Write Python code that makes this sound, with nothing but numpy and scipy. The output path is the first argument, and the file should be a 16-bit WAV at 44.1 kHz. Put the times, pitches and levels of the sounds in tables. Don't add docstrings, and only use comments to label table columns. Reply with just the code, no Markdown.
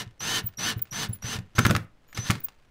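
import sys
import numpy as np
from scipy import signal
from scipy.fft import rfft, irfft
from scipy.io import wavfile

SR = 44100
rng = np.random.default_rng(int(sys.argv[2]) if len(sys.argv) > 2 else 0)


def output_pcm(signal):
    pcm = np.clip(np.atleast_2d(signal).T, -1, 1) * 32767
    wavfile.write(sys.argv[1], SR, np.round(pcm).astype(np.int16))


N = 119070
T = np.arange(N) / SR

# pressed t/s, released t/s, full-speed whine f/Hz, whine level/dB,
# gear level/dB, mesh level/dB relative to the gears
PULLS = [(-.15,-0.011,6300,-32,-28,-12), (0.196,0.366,6480,-38.5,-25.5,-7.5),
         (0.572,0.69,6306,-36,-24.5,-6), (0.91,1.026,6400,-40,-26.5,-11.5),
         (1.222,1.335,6376,-40.5,-29,-12.5)]
# f/Hz, level/dB
CONTACT_COLOUR = [(100,-3.5), (700,0), (1500,4), (2500,1.5), (4000,-2.5), (7000,-9), (15000,-24)]
SLACK_S, COAST_S = .012, .057


def amp(db):
    return 10 ** (np.asarray(db) / 20)


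def unit(x):
    return x / np.sqrt(np.mean(x ** 2) + 1e-20)


def drift(hz):
    return unit(signal.sosfilt(signal.butter(2, hz, fs=SR, output="sos"), rng.standard_normal(N)))


def since(s):
    return np.maximum(T - s, 0)


def dying(t, t60):
    return np.exp(-np.log(1000) * t / t60)


def gate(start, end, edge=.003):
    return np.clip(np.minimum(T - start, end - T) / edge + .5, 0, 1)


def level(rows):
    s, db = np.transpose(rows)
    return amp(np.interp(T, s, db)) * gate(s[0], s[-1], edge=.004)


def colour(x, points, size=2048):
    hz, db = np.transpose(points)
    bin_hz = np.arange(size + 1) * SR / size / 2
    gain = unit(amp(np.interp(np.log(bin_hz + 1), np.log(hz), db)))
    cepstrum = irfft(np.log(gain))
    cepstrum[1:size] *= 2
    cepstrum[size + 1:] = 0
    response = irfft(np.exp(rfft(cepstrum)))[:size]
    return signal.fftconvolve(x, response)[:N]


def clicks(rows):
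    out = np.zeros(N)
    for s, db in rows:
        out[int(s * SR)] += amp(db)
    return out


def ring(x, modes):
    out = 0
    for hz, db, t60 in modes:
        r, w = amp(-60 / (t60 * SR)), 2 * np.pi * hz / SR
        out = out + amp(db) * signal.lfilter([0, np.sin(w)], [1, -2 * r * np.cos(w), r * r], x + 1e-18)
    return out


def cracks(rows, spectrum, t60):
    envelope = signal.lfilter([1], [1, -dying(1 / SR, t60)], clicks(rows) + 1e-18)
    return colour(envelope * rng.standard_normal(N), spectrum)


def tone(hz):
    return np.sqrt(2) * np.sin(2 * np.pi * np.cumsum(hz) / SR)


def whine(hz, start):
    return tone(hz) + amp(-11.5) * np.exp(-since(start) / .036) * tone(2 * hz)


def speed_control():
    # t/s, f/Hz, level/dB
    strained_whines = [
        [(1.551,6200,-53), (1.555,5850,-44.5), (1.572,6500,-42.5), (1.59,6180,-50), (1.617,6150,-39.5),
         (1.645,6350,-44.5), (1.68,6390,-42), (1.698,5700,-40)],
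        [(2.147,6280,-39.5), (2.151,5880,-43), (2.172,6430,-57), (2.205,5980,-35.5), (2.25,6150,-43.5),
         (2.277,6200,-43), (2.292,5700,-45)],
    ]
    # start t/s, end t/s, level/dB
    touches = [(2.079,2.148,-66)]
    out, jitter_hz = np.zeros(N), 25 * drift(220)
    for curve in strained_whines:
        s, hz, db = np.transpose(curve)
        pitch = np.interp(T, s, hz) + jitter_hz
        out += gate(s[0], s[-1]) * amp(np.interp(T, s, db)) * whine(pitch, s[0])
    for pressed, released, top_hz, db, _, _ in PULLS:
        load_sag_hz = 480 * np.exp(-since(pressed) / .1)
        bite_sag_hz = 229 * np.exp(-((T - pressed - SLACK_S) / .01) ** 2)
        release_sag_hz = 496 * np.clip(since(released) / .0146, 0, 1)
        pitch = top_hz - load_sag_hz - bite_sag_hz - release_sag_hz + jitter_hz
        soft_start_db = -7.5 * np.exp(-since(pressed) / .008)
        current = amp(db + soft_start_db + 3 * drift(99)) * dying(since(released), t60=.09)
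        out += current * gate(pressed, released + COAST_S) * whine(pitch, pressed)
    idle_hz = 6900 + .5 * jitter_hz
    touched = sum(amp(db) * gate(start, end) for start, end, db in touches)
    return out + touched * (amp(-4) * tone(idle_hz) + tone(2 * idle_hz))


def whirr_level(pressed, released, db):
    engaged = gate(pressed + SLACK_S, released + COAST_S, edge=.0082)
    swell = amp(db - 16.5 * np.exp(-since(pressed) / .058))
    braking = 1 - np.clip(since(released) / COAST_S, 0, 1) ** 2
    return engaged * swell * braking ** 2


def gears(impacts_per_s=9000, treble_hz=6480):
    # t/s, level/dB
    strains = [
        [(1.553,-40), (1.58,-39), (1.61,-35.5), (1.69,-40.5), (1.77,-43.5), (1.83,-60.5), (1.85,-80)],
        [(2.148,-42.5), (2.185,-36), (2.22,-44.5), (2.285,-32.5), (2.325,-38), (2.4,-56.5)],
    ]
    # f/Hz, level/dB
    tooth_colour = [(100,-13), (260,-3), (450,-10), (620,-11.5), (1300,-7.5), (1800,-10), (2360,-8.5),
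                    (3400,-4.5), (5600,-9), (7000,-11), (15000,-9)]
    # f/Hz, width/Hz, level/dB
    resonances = [(1040,76,-4.5), (1476,110,5.5), (1786,110,8), (4330,67,-9.5)]
    # f/Hz, level/dB
    rumble_colour = [(25,-36), (110,9.5), (220,-7), (1500,-40)]
    effort = sum(whirr_level(pressed, released, db) for pressed, released, _, _, db, _ in PULLS)
    effort += sum(level(curve) for curve in strains)
    impacts = (rng.random(N) < impacts_per_s / SR) * rng.choice([-1, 1], N)
    teeth = unit(impacts * amp(3.5 * rng.standard_normal(N)))
    gearbox = sum(amp(db) * signal.lfilter(*signal.iirpeak(hz, hz / width, fs=SR), teeth)
                  for hz, width, db in resonances)
    grain = amp(drift(252))
    whirr = (colour(teeth, tooth_colour) + amp(-12) * unit(gearbox)) * grain
    dull = signal.lfilter(*signal.butter(2, treble_hz, fs=SR), whirr)
    treble = signal.lfilter(*signal.butter(1, treble_hz, "high", fs=SR), whirr)
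    brightness = np.clip(effort / amp(-12), 0, 1)
    shaking = amp(-42.5) * (effort / effort.max()) ** .081
    rumble = shaking * colour(rng.standard_normal(N), rumble_colour)
    return effort * (dull - brightness * treble) + rumble


def motor_speed(pressed, released, spin_up_s=.032, stop_s=.125):
    spin_up = 1 - np.exp(-since(pressed) / spin_up_s)
    return spin_up * (1 - np.clip(since(released) / stop_s, 0, 1) ** 2)


def gear_mesh(top_mesh_hz=3076, top_growl_hz=231.8, pinion_teeth=12):
    # multiple of the mesh frequency, level/dB
    orders = [(1/3,-13), (1/2,-12), (7/12,-8), (1,0), (13/12,-11), (1.3,-9), (1.5,-10)]
    rasp_harmonics = range(3, 25)
    out, waver = np.zeros(N), 1 + .0031 * drift(120)
    for pressed, released, _, _, gear_db, mesh_db in PULLS:
        speed = motor_speed(pressed, released)
        mesh_hz, growl_hz = top_mesh_hz * speed * waver, top_growl_hz * speed * waver
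        mesh = speed ** 4 * sum(amp(db) * tone(k * mesh_hz) for k, db in orders)
        shaft_angle = 2 * np.pi * np.cumsum(mesh_hz / pinion_teeth) / SR
        rasp = sum(rng.rayleigh() * np.sin(k * shaft_angle + 2 * np.pi * rng.random())
                   for k in rasp_harmonics) / np.sqrt(len(rasp_harmonics))
        out += whirr_level(pressed, released, gear_db) * (amp(mesh_db) * mesh + amp(-13) * rasp)
        growl = tone(growl_hz) + amp(-5) * speed ** 2 * tone(2 * growl_hz)
        out += amp(-48.5 + 3 * drift(66)) * speed * growl
    return out


def hand():
    # t/s, level/dB
    rubbing = [(0,-48), (.45,-101), (.55,-56), (.76,-90), (.88,-56.5), (1.48,-65), (1.98,-83), (2.07,-62.5),
               (2.42,-59), (2.7,-71)]
    contacts = [(s, 0) for s in rng.uniform(0, T[-1], 700)]
    return level(rubbing) * cracks(contacts, CONTACT_COLOUR, t60=.011)


def room_tone():
    # f/Hz, level/dB
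    quiet_colour = [(15, 2.5), (25, -4), (1000, -26.5), (2780, -33), (15000, -54)]
    return amp(-58) * colour(rng.standard_normal(N), quiet_colour)


def board(shove_s=.0059):
    # t/s, level/dB
    shoves = [(0.068,-35), (0.4425,-26), (.7655,-24), (1.094,-22), (1.244,-25.5), (1.357,-26),
              (1.388,-25.5), (1.586,-14.5), (1.654,-13), (1.7014,-13), (1.754,-20.5), (2.188,-23),
              (2.299,-15)]
    # f/Hz, level/dB, T60/s
    modes = [(108.8,-0.5,0.096), (177,-14,.1), (281,-20,0.16)]
    # f/Hz, level/dB
    rattle_colour = [(50,-29.5), (170,4.5), (260,-3.5), (450,-13), (2000,-40.5)]
    kick = np.diff(np.exp(-(np.pi * (T[:SR // 10] / shove_s - 1)) ** 2))
    kick *= 2 / np.abs(kick).sum()
    centre = int(shove_s * SR)
    force = signal.fftconvolve(clicks(shoves), kick)[centre:centre + N]
    hardest_db = max(db for _, db in shoves)
    rattles = [(s, db + .98 * (db - hardest_db)) for s, db in shoves]
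    return ring(force, modes) + amp(-7.5) * cracks(rattles, rattle_colour, t60=.18)


def bit_knocks():
    # t/s, level/dB
    knocks = [(.2054,-32.5), (.488,-46.5), (.7926,-44), (.854,-51), (.925,-40), (1.2251,-39.5),
              (1.3877,-35.5), (2.1285,-41.5), (2.1745,-24), (2.353,-33.5), (2.485,-39.5)]
    return cracks(knocks, CONTACT_COLOUR, t60=.028)


def bit_squeaks(fall_hz_per_s=7600):
    # loudest t/s, half length/s, f/Hz, level/dB
    slides = [(0.448,0.0089,15100,-48), (0.471,0.006,15130,-25.5), (0.786,0.0078,14950,-45.5),
              (0.822,0.0026,15270,-20), (1.094,0.0041,15200,-45), (1.135,0.0031,10480,-29.5),
              (1.137,0.0044,7350,-48), (1.148,0.012,15130,-45), (2.405,0.003,15430,-41.5),
              (2.448,0.0059,15400,-25)]
    # f/Hz, level/dB
    scratch_colour = [(800,-25.5), (3500,2.5), (6500,-10.5), (14000,1)]
    out, jitter_hz = np.zeros(N), 103 * drift(200)
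    scratch = amp(-46) * colour(rng.standard_normal(N), scratch_colour)
    for s, half_s, hz, db in slides:
        swell = np.exp(-.5 * np.minimum(((T - s) / half_s) ** 2, 100))
        squeak = tone(hz + jitter_hz - fall_hz_per_s * (T - s))
        out += swell * (amp(db) * squeak + amp(.35 * db) * scratch)
    return out


def clutch():
    # t/s, level/dB
    clacks = [(1.583,-13), (1.5868,-19.5), (1.5915,-16), (1.651,-11.5), (1.6548,-13), (1.6965,-22.5),
              (1.7005,-22.5), (1.7095,-13), (1.751,-15), (2.301,-16)]
    # f/Hz, level/dB
    clack_colour = [(100,3.5), (400,-6), (800,-11.5), (1300,12), (2100,-1.5), (4000,-5), (8000,-17.5),
                    (15000,-24.5)]
    # f/Hz, level/dB, T60/s
    modes = [(1300,-9,0.028), (1467,-7,0.042), (2013,-11,0.022), (2627,-18.5,0.043)]
    # t/s, level/dB
    snaps = [(1.59,-14), (1.593,-20), (1.6652,-13), (1.7088,-16.5), (1.764,-19), (2.3058,-15), (2.313,-21)]
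    # f/Hz, level/dB
    snap_colour = [(100,-1.5), (400,-0.5), (800,1.5), (1500,6.5), (2500,1.5), (4200,-2.5), (7000,-5),
                   (10000,-9), (15000,-12)]
    clack = amp(-1.5) * cracks(clacks, clack_colour, t60=.017) + ring(clicks(clacks), modes)
    return clack + cracks(snaps, snap_colour, t60=.016)


def room(x, size=32768):
    # low f/Hz, high f/Hz, T60/s, level/dB
    tail_bands = [(68.4,680,0.25,-10.5), (424,2550,0.24,-12), (3100,12400,0.27,-28)]
    t = T[:size]
    early = rng.standard_normal(size) * dying(t, t60=.059) * (t > .002)
    response = amp(-14) * unit(early)
    for low, high, t60, db in tail_bands:
        bandpass = signal.butter(2, [low, high], "band", fs=SR, output="sos")
        band = signal.sosfilt(bandpass, rng.standard_normal(size))
        response += amp(db) * band * unit(dying(t, t60) * (t > .008))
    return signal.fftconvolve(x, response / np.sqrt(size))[:N]


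def scene():
    work = hand() + speed_control() + gears() + gear_mesh()
    work += clutch() + board() + bit_squeaks() + bit_knocks()
    return (work + room(work) + room_tone())[None]


def record(dry):
    return signal.sosfilt(signal.ellip(10, .2, 70, 15600, fs=SR, output="sos"), dry)


dry = scene()
out = record(dry)
output_pcm(out)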